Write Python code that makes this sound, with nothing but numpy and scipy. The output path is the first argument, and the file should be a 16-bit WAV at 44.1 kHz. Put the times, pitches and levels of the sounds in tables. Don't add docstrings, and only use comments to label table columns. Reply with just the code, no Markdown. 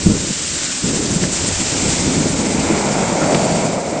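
import sys
import numpy as np
from scipy import signal
from scipy.fft import rfft, irfft
from scipy.io import wavfile
from scipy.ndimage import map_coordinates

SR = 44100
rng = np.random.default_rng(int(sys.argv[2]) if len(sys.argv) > 2 else 0)


def store_wav(level_fs):
    pcm = np.round(np.clip(np.atleast_2d(level_fs), -1, 1) * 32767)
    wavfile.write(sys.argv[1], SR, pcm.T.astype(np.int16))


N = 176400


def undb(db):
    return 10 ** (np.asarray(db) / 20)


def curve(rows):
    return np.interp(np.arange(N) / SR, *np.array(rows, float).T)


def unit(x):
    return x / np.sqrt(np.mean(x ** 2))


def colour(x, points):
    hz, db = np.array(points, float).T
    f = np.maximum(np.fft.rfftfreq(len(x), 1 / SR), 1)
    gain = undb(np.interp(np.log(f), np.log(hz), db))
    return unit(irfft(rfft(x) * gain, len(x)))


def walk(rate_hz):
    f = np.fft.rfftfreq(N, 1 / SR) / rate_hz
    return unit(irfft(rfft(rng.standard_normal(N)) * f / (1 + f ** 2) ** 2, N))


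def impulses(per_s, size):
    return (rng.random(size) < per_s / SR) * np.sign(rng.standard_normal(size))


def band(hz, width_hz):
    f = np.maximum(np.fft.rfftfreq(N, 1 / SR), 1)
    detuning = (f - hz ** 2 / f) / width_hz
    return unit(irfft(rfft(rng.standard_normal(N)) / (1 + detuning ** 2), N))


def waver(x, share, rate_hz):
    return map_coordinates(x, [np.cumsum(1 + share * walk(rate_hz))], order=3, mode="mirror")


def scuff(centre_s=0.654, length_s=0.091):
    swell = np.exp(-((np.arange(N) / SR - centre_s) / length_s) ** 2)
    return band(1540, width_hz=590) * swell * undb(-35)


def jet():
    # time in seconds, level in dB.
    level = [(3.1, -63), (3.25, -39), (3.62, -42), (3.8, -53), (4, -50)]
    return band(4590, width_hz=160) * undb(curve(level))


def rumble(flicker_db=1.5):
    # time in seconds, level in dB.
    level = [(0, -29), (.1, -24), (.15, -31), (.4, -40.5), (.56, -35), (.63, -48), (.9, -33.5),
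             (1.6, -29.5), (2.1, -28), (2.4, -36), (2.7, -33), (3.1, -41), (4, -49)]
    # frequency in Hz, relative level in dB.
    spectrum = [(15, -14.5), (35, -5.5), (55, -3), (78, 2), (108, 0), (200, -16), (1000, -69)]
    return colour(rng.standard_normal(N), spectrum) * undb(curve(level) + flicker_db * walk(6.1))


def buffet(gain_db=1, flicker_db=0.7):
    # time in seconds, relative level in dB.
    level = [(0, -28), (.05, -25), (.065, -18.5), (.115, -17.5), (.13, -20), (.22, -24.5), (.31, -25),
             (.335, -36), (.6, -31), (.8, -36), (.85, -21.5), (.99, -19), (1.07, -24), (1.25, -20),
             (1.36, -29.5), (1.42, -21.5), (1.57, -32.5), (1.615, -20.5), (1.69, -35.5), (1.73, -24),
             (1.79, -23), (1.85, -17.5), (1.92, -24), (2.18, -18), (2.35, -21.5), (2.62, -20.5),
             (2.72, -20.5), (2.85, -22.5), (3.35, -19.5), (3.72, -22), (3.82, -27.5), (4, -24)]
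    # frequency in Hz before the shift, relative level in dB.
    spectrum = [(20, -21.5), (45, -16.5), (95, -9.5), (145, -0.5), (185, 1.5), (225, -2.5), (290, -2.5),
                (380, -6.5), (550, -13.5), (800, -23), (1400, -27.5), (4000, -63)]
    # time in seconds, upward shift in octaves.
    shift = [(0, 0.0021), (1, 0.042), (1.55, 0), (2.2, .12), (2.8, .08), (3.4, .05), (4, .12)]
    eddies = colour(impulses(per_s=1400, size=2 * N), spectrum)
    travel = np.cumsum(2 ** curve(shift))
    passing = map_coordinates(eddies, [travel], order=1, mode="mirror")
    return unit(passing * undb(flicker_db * walk(15))) * undb(curve(level) + gain_db)


def thumps(wobble=0.11, rise_s=0.0016):
    # start in seconds, level in dB, pitch in Hz, length in seconds.
    hits = [(.06, -1, 178, 0.018), (.064, -10.5, 320, 0.022), (0.085, -4.5, 82.5, 0.0078),
            (.097, -8, 188, .02), (.099, -10, 315, .014), (.116, -2.5, 148, 0.0061),
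            (.305, -10.5, 182, 0.011), (0.84, -6.5, 169, 0.0088), (.939, -13, 202, 0.015),
            (0.992, -14, 299, .018), (1.161, -7, 186, 0.011), (1.608, -13, 133, 0.0094),
            (1.831, -11, 219.4, 0.01), (2.165, -14.5, 259.4, 0.023), (2.698, -9.5, 327, 0.032),
            (2.718, -13, 213, 0.023), (3.009, -16, 316, 0.017)]
    out, t = np.zeros(N), np.arange(N) / SR
    drift = 1 + wobble * walk(140)
    for start, db, hz, length in hits:
        age = np.maximum(t - start, 0)
        swing = np.sin(2 * np.pi * np.cumsum(hz * drift * (age > 0)) / SR)
        envelope = (1 - np.exp(-age / rise_s)) * np.exp(-(age / length) ** 2)
        out -= undb(db) * swing * envelope
    return out


def pops(rise_s=0.0007, boom_decay_s=0.028):
    # start in seconds, level in dB, centre in Hz, width in Hz, decay in seconds.
    bursts = [(1.237, -18.5, 1730, 520, .005), (3.216, -24.5, 1300, 701, 0.041),
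              (3.296, -9.5, 646, 330, 0.0042), (3.345, -16, 1330, 3000, .008),
              (3.777, -14.5, 574, 300, .004)]
    out, t = np.zeros(N), np.arange(N) / SR
    boom = undb(-8) * band(600, width_hz=470)
    for start, db, hz, width, decay in bursts:
        age = np.maximum(t - start, 0)
        rise = 1 - np.exp(-age / rise_s)
        envelope = rise * np.exp(-age / decay)
        puff = band(hz, width) * envelope / envelope.max()
        out += undb(db) * (puff + boom * rise * np.exp(-age / boom_decay_s))
    return out


def hiss(gain_db=0.4, flicker_db=0.9, edge_hz=8800, edge_flicker_db=4):
    # time in seconds, relative level in dB.
    level = [(0, -25), (.07, -25.5), (.5, -22.5), (.8, -23), (1.28, -24), (1.37, -22), (1.65, -21.5),
             (1.95, -21), (2.25, -24.5), (2.7, -25.5), (3.19, -27), (3.45, -25.5), (3.72, -28.5),
             (3.82, -34), (3.9, -32), (4, -33.5)]
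    # frequency in Hz, relative level in dB.
    spectrum = [(300, -18), (1050, -11.5), (1500, -8), (3000, -6.5), (4200, -5.5), (5600, -3), (6750, -1.5),
                (7080, 0.5), (7500, -2), (8000, -3), (8800, -6.5), (9400, -45.5)]
    rush = colour(rng.standard_normal(N), spectrum) * undb(flicker_db * walk(16))
    edge = signal.sosfiltfilt(signal.butter(4, edge_hz, "high", fs=SR, output="sos"), rush)
    rush += edge * (undb(edge_flicker_db * walk(18)) - 1)
    whistle = waver(band(7440, width_hz=330), share=0.005, rate_hz=5)
    whistle *= undb(-9 + 1.1 * walk(11))
    crackle = undb(-13) * colour(impulses(per_s=1000, size=N), spectrum)
    return (rush + whistle + crackle) * undb(curve(level) + gain_db)


def roar(gain_db=1.5, flicker_db=0.8):
    # time in seconds, relative level in dB.
    flame_level = [(0, -43), (.8, -46), (1.3, -35), (1.85, -31.5), (2.35, -30), (2.62, -25), (2.74, -23),
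                   (3.05, -22.5), (3.3, -22.5), (3.5, -25), (3.7, -26), (3.82, -29), (4, -28)]
    throat_level = [(0, -51), (2.3, -40), (2.9, -32), (3.3, -22.5), (3.65, -22), (3.82, -26), (4, -24.5)]
    hollow_level = [(0, -43), (1.7, -38.5), (2.05, -22), (2.19, -18.5), (2.33, -27.5), (2.58, -23),
                    (2.8, -31), (3.1, -40), (4, -38)]
    sizzle_level = [(0, -50), (1.2, -46.5), (1.45, -48), (1.65, -35), (2.05, -35.5), (2.3, -38.5),
                    (2.52, -35.5), (2.62, -31), (2.78, -31.5), (2.87, -36), (3.02, -36), (3.3, -40),
                    (3.62, -36), (3.8, -42), (4, -39)]
    # frequency in Hz, relative level in dB.
    flame_spectrum = [(80, -19.5), (200, -1.5), (400, 0), (520, 2), (640, 0), (780, -1), (930, -1),
                      (1200, -10), (1380, -5.5), (1700, -15), (2250, -10), (3100, -29.5), (5000, -33),
                      (9000, -52)]
    throat_spectrum = [(250, -40.5), (440, -14), (530, -1), (610, 4), (710, -2), (830, -10), (1300, -41.5),
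                       (4000, -67.5)]
    flames = colour(rng.standard_normal(N), flame_spectrum) * undb(curve(flame_level))
    throat = waver(colour(rng.standard_normal(N), throat_spectrum), share=0.0249, rate_hz=2.95)
    throat *= undb(curve(throat_level))
    hollow = band(255, width_hz=35) * undb(curve(hollow_level))
    sizzle = waver(band(2300, width_hz=690), share=0.04, rate_hz=3) * undb(curve(sizzle_level))
    flutter = undb(gain_db + flicker_db * walk(23))
    return (flames + throat) * flutter + hollow + sizzle


def scene():
    mono = hiss() + jet() + roar() + buffet() + rumble() + thumps() + pops() + scuff()
    return np.array([mono, mono])


def record(dry):
    lowpass = signal.ellip(12, 0.1, 85, 9200, fs=SR, output="sos")
    return signal.sosfilt(lowpass, np.clip(dry, -1, 1))


dry = scene()
out = record(dry)
store_wav(out)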